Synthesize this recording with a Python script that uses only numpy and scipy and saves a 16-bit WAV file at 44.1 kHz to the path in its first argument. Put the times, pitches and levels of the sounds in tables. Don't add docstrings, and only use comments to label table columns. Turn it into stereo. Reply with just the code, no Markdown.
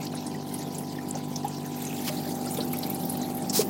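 import sys
import numpy as np
from scipy import signal
from scipy.fft import rfft, irfft
from scipy.io import wavfile
from scipy.ndimage import uniform_filter1d

SR = 44100
rng = np.random.default_rng(int(sys.argv[2]) if len(sys.argv) > 2 else 0)


def log_audio(samples):
    frames = np.atleast_2d(samples).T
    limited = np.clip(frames, -1, 1)
    pcm = np.round(limited * 32767).astype(np.int16)
    wavfile.write(sys.argv[1], SR, pcm)


N = 162729
T = np.arange(N) / SR
FREQS = np.arange(N // 2 + 1) * SR / N

TOP_HZ = 16050
BUBBLE_ATTACK_S = 0.0032
BUBBLE_RISE_PER_S = 0.8
CRACKLE_FADE_S = 0.0074

# time_s, level_db
CHURN_LEVEL = [(0, -38.5), (1.8, -38.5), (2.1, -35), (3.69, -33.5)]
# time_s, level_db
FIZZ_LEVEL = [(0, -45.5), (1.0, -46.5), (1.8, -43.5), (2.05, -40), (2.3, -45.5), (2.6, -43.5), (3.1, -44),
              (3.69, -46.5)]


def undb(db):
    return 10 ** (np.asarray(db) / 20)


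def unit(x):
    return x / np.sqrt(np.mean(x ** 2) + 1e-18)


def curve(rows):
    return np.interp(T, *np.array(rows).T)


def at(hz, points):
    f, value = np.array(points).T
    return np.interp(np.log(hz + 1), np.log(f), value)


def pan(db):
    return undb(np.array([[.5], [-.5]]) * db)


def colour(x, points):
    return unit(irfft(rfft(x) * undb(at(FREQS, points)), N))


def walk(rate):
    k = int(SR / rate / 2)
    steps = np.repeat(rng.standard_normal(N // k + 1), k)
    return unit(uniform_filter1d(uniform_filter1d(steps, k), k)[:N])


def clicks(rate, spread_db):
    happens = rng.random(N) < rate / SR
    sign = rng.choice([-1, 1], N)
    return happens * sign * undb(spread_db * np.minimum(rng.exponential(size=N), 6))


def wide_noise(size):
    mid, side = rng.standard_normal((2, size))
    return unit(mid + side * np.array([[1], [-1]]))


def patter(rate, spread_db, fade):
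    t = T[:SR // 20]
    rise_s = 0.00099
    burst = (1 - np.exp(-t / rise_s)) * np.exp(-t / fade)
    power = np.abs(signal.oaconvolve(clicks(rate, spread_db) ** 2, burst ** 2)[:N])
    return power / power.mean()


def tank(x, wet_db):
    t = T[:SR // 5]
    t60_s = 0.02
    tail = rng.standard_normal((2, len(t))) * np.exp(-np.log(1000) * t / t60_s)
    tail /= np.sqrt(np.sum(tail ** 2, axis=1, keepdims=True))
    return x + undb(wet_db) * signal.fftconvolve(np.atleast_2d(x), tail, axes=1)[:, :N]


def pump():
    # multiple, level_db at the first place, level_db at the last place,
    # left_right_db, left_lead_rad
    harmonics = [(2, -52.5, -51, -4, .1), (3, -42.5, -44.5, -2.3, 0), (4, -49, -50.5, -4, 0.23),
                 (5, -39.5, -36, -2, -0.056), (6, -43.5, -43.5, -1, 0.0025), (7, -47.5, -42.5, 7.5, 1.9),
                 (8, -50, -53, 1, 0.039), (9, -57.5, -61, 12, 0.26), (10, -55.5, -55, 1, 0.74),
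                 (14, -55.5, -59, -14, -0.66), (15, -53.5, -47.5, 0, 0.33), (16, -48.5, -42.5, 1, -0.6),
                 (17, -62, -57, 0, -0.28), (18, -57, -55.5, -9, -0.34), (19, -70.5, -83, 0, 0),
                 (20, -52.5, -72, -3, -0.62), (21, -60, -75, 2, 0)]
    # time_s, share of the way (0-1)
    mic_move = [(0, 0.062), (1.75, 0.007), (2.2, 0.99), (3.69, 1)]
    stroke_hz, waver = 49.38, 0.0008
    rattle_above_hz, rattle_lag_s = 480, 0.00451
    scatter_rad, flutter_db = 0.65, 0.7
    turns = np.cumsum(stroke_hz * (1 + waver * walk(2.82))) / SR
    moved = curve(mic_move)
    out = 0
    for k, first_db, last_db, pan_db, lead in harmonics:
        lag = rattle_lag_s * (k * stroke_hz > rattle_above_hz)
        phase = 2 * np.pi * k * (turns - lag * stroke_hz) + scatter_rad * rng.standard_normal()
        db = first_db + (last_db - first_db) * moved + flutter_db * walk(8.9)
        wave = np.cos(phase + lead * np.array([[.5], [-.5]]))
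        out = out + np.sqrt(2) * undb(db) * pan(pan_db) * wave
    return out


def churn():
    # pitch_hz, level_db per Hz
    churn_colour = [(25, -30), (70, -19), (120, -13.5), (165, 4.5), (260, -0.5), (400, -4.5), (540, -13),
                    (610, -6.5), (680, -13), (850, -10.5), (1100, -20), (1700, -28), (3000, -39)]
    # pitch_hz, share of side
    width = [(150, 0.072), (270, 0.56), (500, 0.55), (1100, 1.0)]
    mid, side = (colour(clicks(700, 1.2), churn_colour) for _ in range(2))
    side = irfft(rfft(side) * at(FREQS, width), N)
    return unit(mid + side * np.array([[1], [-1]])) * undb(curve(CHURN_LEVEL))


def gurgles():
    rate_per_s, middle_hz, span_octaves = 26, 423, 1.37
    fade_s, above_churn_db = 0.009, 4
    out, t = np.zeros((2, N + SR)), T[:SR // 12]
    envelope = (1 - np.exp(-(t / BUBBLE_ATTACK_S) ** 2)) * np.exp(-t / fade_s)
    for when, size, strength, place in rng.random((int(rate_per_s * N / SR), 4)):
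        hz = middle_hz * 2 ** (span_octaves * (size - .5))
        ring = np.sin(2 * np.pi * hz * (t + BUBBLE_RISE_PER_S * t ** 2 / 2))
        loudness = strength * middle_hz / hz
        i = int(when * N)
        out[:, i:i + len(t)] += ring * envelope * loudness * pan(10 * (place - .5))
    return out[:, :N] * undb(above_churn_db + curve(CHURN_LEVEL))


def trickle():
    rate_per_s, middle_hz, span_octaves = 190, 5457, 3.2
    fade_s, above_fizz_db, spread_db = 0.0043, 2.52, 1.5
    roughness = 0.012
    out, t = np.zeros((2, N + SR)), T[:SR // 25]
    envelope = (1 - np.exp(-t / BUBBLE_ATTACK_S)) * np.exp(-t / fade_s)
    for when, size, strength, place in rng.random((int(rate_per_s * N / SR), 4)):
        hz = min(middle_hz * 2 ** (span_octaves * (size - .5)), TOP_HZ)
        steps = rng.standard_normal((2, len(t)))
        wobble = np.cumsum(steps, axis=1) * np.sqrt(2 * np.pi * roughness * hz / SR)
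        tone = np.sin(2 * np.pi * hz * t + wobble)
        ring = signal.lfilter(*signal.iirpeak(hz, 2, fs=SR), tone) * pan(10 * (place - .5))
        gain = undb(above_fizz_db - spread_db * np.log(strength))
        i = int(when * N)
        out[:, i:i + len(t)] += ring * envelope * gain
    return out[:, :N] * undb(curve(FIZZ_LEVEL))


def fizz():
    # pitch_hz, level_db per Hz
    fizz_colour = [(600, -14), (1300, -0.5), (2000, -0.5), (3200, 2), (4500, 5.5), (6500, 0.5),
                   (9000, -5.5), (12000, -12), (16000, -8)]
    # pitch_hz, left_right_db
    fizz_balance = [(1000, -3), (2200, 0), (4500, -1), (8000, -0.5), (14000, 3)]
    # pitch_hz, level_db per Hz
    spray_colour = [(4000, -40), (7000, 0.5), (10000, -0.5), (13000, 3), (15000, 2)]
    # time_s, level_db
    spray_loudness = [(0, -60.5), (.8, -50), (1.0, -56), (1.7, -53), (2.0, -40), (2.3, -43), (2.7, -42.5),
                      (3.1, -43), (3.4, -46.5), (3.69, -42)]
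    # time_s, left_right_db
    spray_balance = [(0, -13), (1.8, -9), (2.6, -0.5), (3.69, -0.5)]
    bursts_per_s, burst_spread_db, burst_fade_s = 110, 3, 0.017
    smooth = 0.14
    crackles_per_s, crackle_spread_db, crackle_share = 190, 1.6, 0.42
    drift_db, swell_db = 1.93, 1.0

    edges = np.geomspace(900, TOP_HZ, 21)
    hz = np.sqrt(edges[1:] * edges[:-1])

    def band_gains(points):
        return unit(undb(at(hz, points)) * np.sqrt(hz)) / np.sqrt(len(hz))

    coarse, fine = band_gains(fizz_colour), band_gains(spray_colour)
    fizz_gain = undb(curve(FIZZ_LEVEL))
    spray_gain = undb(curve(spray_loudness)) * pan(curve(spray_balance))
    out = 0
    for k, f in enumerate(hz):
        band_filter = signal.butter(2, edges[k:k + 2], "band", fs=SR, output="sos")
        band = unit(signal.sosfilt(band_filter, wide_noise(size=N)))
        power = smooth + (1 - smooth) * patter(bursts_per_s, burst_spread_db, burst_fade_s)
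        bursts = np.sqrt(power) * undb(drift_db * walk(12))
        level = np.hypot(coarse[k] * fizz_gain, fine[k] * spray_gain)
        out = out + band * bursts * level * pan(at(f, fizz_balance))
    clusters = patter(crackles_per_s, crackle_spread_db, CRACKLE_FADE_S)
    crackle = np.sqrt(1 - crackle_share + crackle_share * clusters)
    return out * crackle * undb(swell_db * walk(10))


def pops():
    # start_s, level_db (before trim_db), pitch_hz, left_right_db, fade_s
    bursting = [(.050, -33.5, 11600, -1, 0.0037), (0.066, -29.5, 4800, -7, 0.0054),
                (0.149, -32.5, 9900, -1, 0.0086), (.203, -35, 5570, 1, .006),
                (0.263, -30.5, 9050, -3, 0.011), (0.265, -34, 5000, -3, 0.0081),
                (0.407, -38.5, 5700, -1, .009), (.538, -26, 10500, -4, 0.01), (.585, -35, 10500, -5, .008),
                (0.746, -32, 7040, -2, 0.011), (.781, -29.5, 10300, -11, 0.0064),
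                (.803, -42, 14300, -5, 0.0073), (1.083, -37.5, 11300, -8, 0.017),
                (1.108, -23, 8330, -8.5, 0.0015), (1.15, -30.5, 6400, 0, 0.0099),
                (1.358, -20, 5880, -2, 0.005), (1.449, -38, 13400, -12, 0.0068),
                (1.478, -30.5, 10000, -4, .004), (1.66, -34.5, 13000, -4, 0.0036),
                (1.821, -30, 14000, -1, 0.0056), (1.849, -32, 8000, -8, .005),
                (2.348, -34.5, 11000, -1, 0.01), (2.457, -29.5, 9000, -3, .004),
                (2.507, -28, 9400, -4, 0.013), (2.538, -32, 14000, -2, .008),
                (2.603, -26.5, 4240, -4, 0.011), (2.648, -31, 14200, 0, .008),
                (2.73, -22, 13900, -2, 0.0039), (2.768, -28, 12100, -2, 0.0036),
                (2.786, -22.5, 12400, -6, 0.002), (2.83, -23.5, 4300, -1, 0.0076),
                (2.862, -30, 14000, -2, .009), (2.898, -22.5, 13300, -1, 0.0057),
                (2.944, -24.5, 11100, 0, 0.0065), (3.01, -34, 13300, -2, 0.02),
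                (3.05, -26, 15000, 2, 0.0055), (3.094, -22, 10900, -1, 0.01), (3.12, -30, 13900, 5, 0.0098),
                (3.169, -28, 14200, 3, .005), (3.213, -31, 6560, 0, 0.01), (3.347, -28.5, 13400, 3, 0.0057),
                (3.368, -29.5, 12600, 1, 0.0099), (3.42, -32.5, 8950, 0, .007),
                (3.494, -23.5, 5770, -3, 0.0098), (3.495, -21.5, 7540, 1, 0.0065)]
    trim_db, rise_s = -3, 0.0033
    ring_width = 0.28
    crack_db, crack_from = -12.5, 0.68
    out, t = np.zeros((2, N)), T[:SR // 15]
    for start, db, hz, pan_db, fade in bursting:
        tear = wide_noise(size=len(t))
        cavity = signal.iirpeak(min(hz, .4 * SR), 1 / ring_width, fs=SR)
        ring = unit(signal.lfilter(*cavity, signal.lfilter(*cavity, tear)))
        crack_filter = signal.butter(2, min(hz * crack_from, TOP_HZ), "high", fs=SR, output="sos")
        crack = unit(signal.sosfilt(crack_filter, tear))
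        envelope = np.minimum(t / rise_s, np.exp(-(t - rise_s) / fade))
        pop = (ring + undb(crack_db) * crack) * envelope * undb(db + trim_db) * pan(pan_db)
        i = int(start * SR)
        out[:, i:i + len(t)] += pop[:, :N - i]
    return out


def splashes():
    # start_s, rise_s, hold_s, fade_s, level_db, slap against droplets in dB
    surges = [(2.04, 0.028, 0.015, 0.0081, -33.5, -20), (2.068, .008, .015, 0.0075, -33, 1),
              (3.522, 0.034, 0.026, 0.023, -18.5, -22.5), (3.591, 0.014, 0.013, .007, -29, -8)]
    # pitch_hz, level_db per Hz
    droplet_colour = [(300, -32), (700, -8), (1300, -9), (2200, -13), (3400, -3.5), (5000, 5), (7000, 2.5),
                      (9500, 2.5), (12000, -3), (15500, 2.5)]
    # pitch_hz, left_right_db
    droplet_balance = [(1000, -9), (4500, -9.5), (8000, -2), (13000, 6.5)]
    # pitch_hz, level_db per Hz
    slap_colour = [(500, -26), (1000, 5.5), (1500, -1), (3000, 5), (4500, -13), (8000, -15)]
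    drops_per_s, drop_spread_db = 1980, 1
    balanced = irfft(rfft(wide_noise(size=N)) * pan(at(FREQS, droplet_balance)), N)
    sheet = colour(balanced, droplet_colour)
    slap = colour(wide_noise(size=N), slap_colour)
    out = 0
    for start, rise, hold, fade, db, slap_db in surges:
        swell = np.clip((T - start) / rise, 0, 1)
        envelope = swell * np.exp(-np.maximum(T - start - rise - hold, 0) / fade)
        out = out + undb(db) * envelope * (sheet + undb(slap_db) * slap)
    return out * np.sqrt(patter(drops_per_s, drop_spread_db, CRACKLE_FADE_S))


def plops():
    # start_s, pitch_hz, level_db, fade_s, left_right_db, share of spatter (0-1)
    large_bubbles = [(.133, 640, -29, 0.01, -6, 0.75), (.137, 1440, -37.5, 0.011, -2, 0.8),
                     (.345, 1940, -30, 0.0047, -4, .1), (.618, 1810, -42, .008, 0, .5),
                     (.983, 1800, -34, 0.011, 0, 0.56), (1.139, 1450, -39.5, 0.01, 0, 0.5),
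                     (1.141, 594, -30, 0.015, -3, .6), (1.152, 780, -25.5, 0.0071, -1, .3),
                     (1.197, 1440, -38, 0.0079, 0, 0.3), (1.310, 517, -39.5, 0.017, 0, .5),
                     (1.444, 815, -16.5, .0105, -4, .04), (1.454, 910, -23, .005, 0, .1),
                     (2.095, 600, -27.5, 0.021, -9, .1), (2.141, 1100, -27, .0025, -7, .9),
                     (2.263, 595, -32.5, .01, -13, 0.5), (2.463, 1350, -28, 0.0068, 0, .4),
                     (2.464, 605, -33, .006, -10, 0.8), (2.583, 468, -24.5, 0.019, -3, .35),
                     (2.586, 586, -25, 0.0093, 2, .4), (2.587, 1000, -36, 0.015, -4, 0.65),
                     (2.615, 1430, -41, 0.021, -2, 0.4), (2.731, 1275, -36, .012, 5, .5),
                     (2.733, 2230, -35.5, 0.013, -5, .6), (3.585, 860, -29, .005, 0, .3),
                     (3.591, 424, -7.5, .0072, 7, 0), (3.605, 636, -26, 0.014, -12, 0.3),
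                     (3.616, 816, -30, 0.0082, -2, 0.9)]
    # multiple of the bubble's pitch, level_db per Hz
    spatter_colour = [(.15, -40), (.4, -22), (.8, -5), (1, 7.5), (1.3, -6), (2.2, -14), (5, -25), (12, -45)]
    out, t = np.zeros((2, N + SR)), T[:SR // 6]
    for start, hz, db, fade, pan_db, broken in large_bubbles:
        ring = np.sin(2 * np.pi * hz * (t + BUBBLE_RISE_PER_S * t ** 2 / 2))
        points = [(k * hz, level_db) for k, level_db in spatter_colour]
        shape = undb(at(np.fft.rfftfreq(len(t), 1 / SR), points))
        spatter = unit(irfft(rfft(wide_noise(size=len(t))) * shape, len(t)))
        envelope = (1 - np.exp(-(t / BUBBLE_ATTACK_S) ** 2)) * np.exp(-t / fade)
        plop = np.sqrt(1 - broken) * ring + np.sqrt(broken) * spatter
        i = int(start * SR)
        out[:, i:i + len(t)] += undb(db) * pan(pan_db) * envelope * plop
    return tank(out[:, :N], wet_db=-11)


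def scene():
    air_stream = pump() + churn() + gurgles()
    surface = trickle() + fizz() + pops()
    return air_stream + surface + splashes() + plops()


def record(dry):
    return signal.sosfilt(signal.ellip(10, .2, 80, TOP_HZ, fs=SR, output="sos"), dry)


dry = scene()
out = record(dry)
log_audio(out)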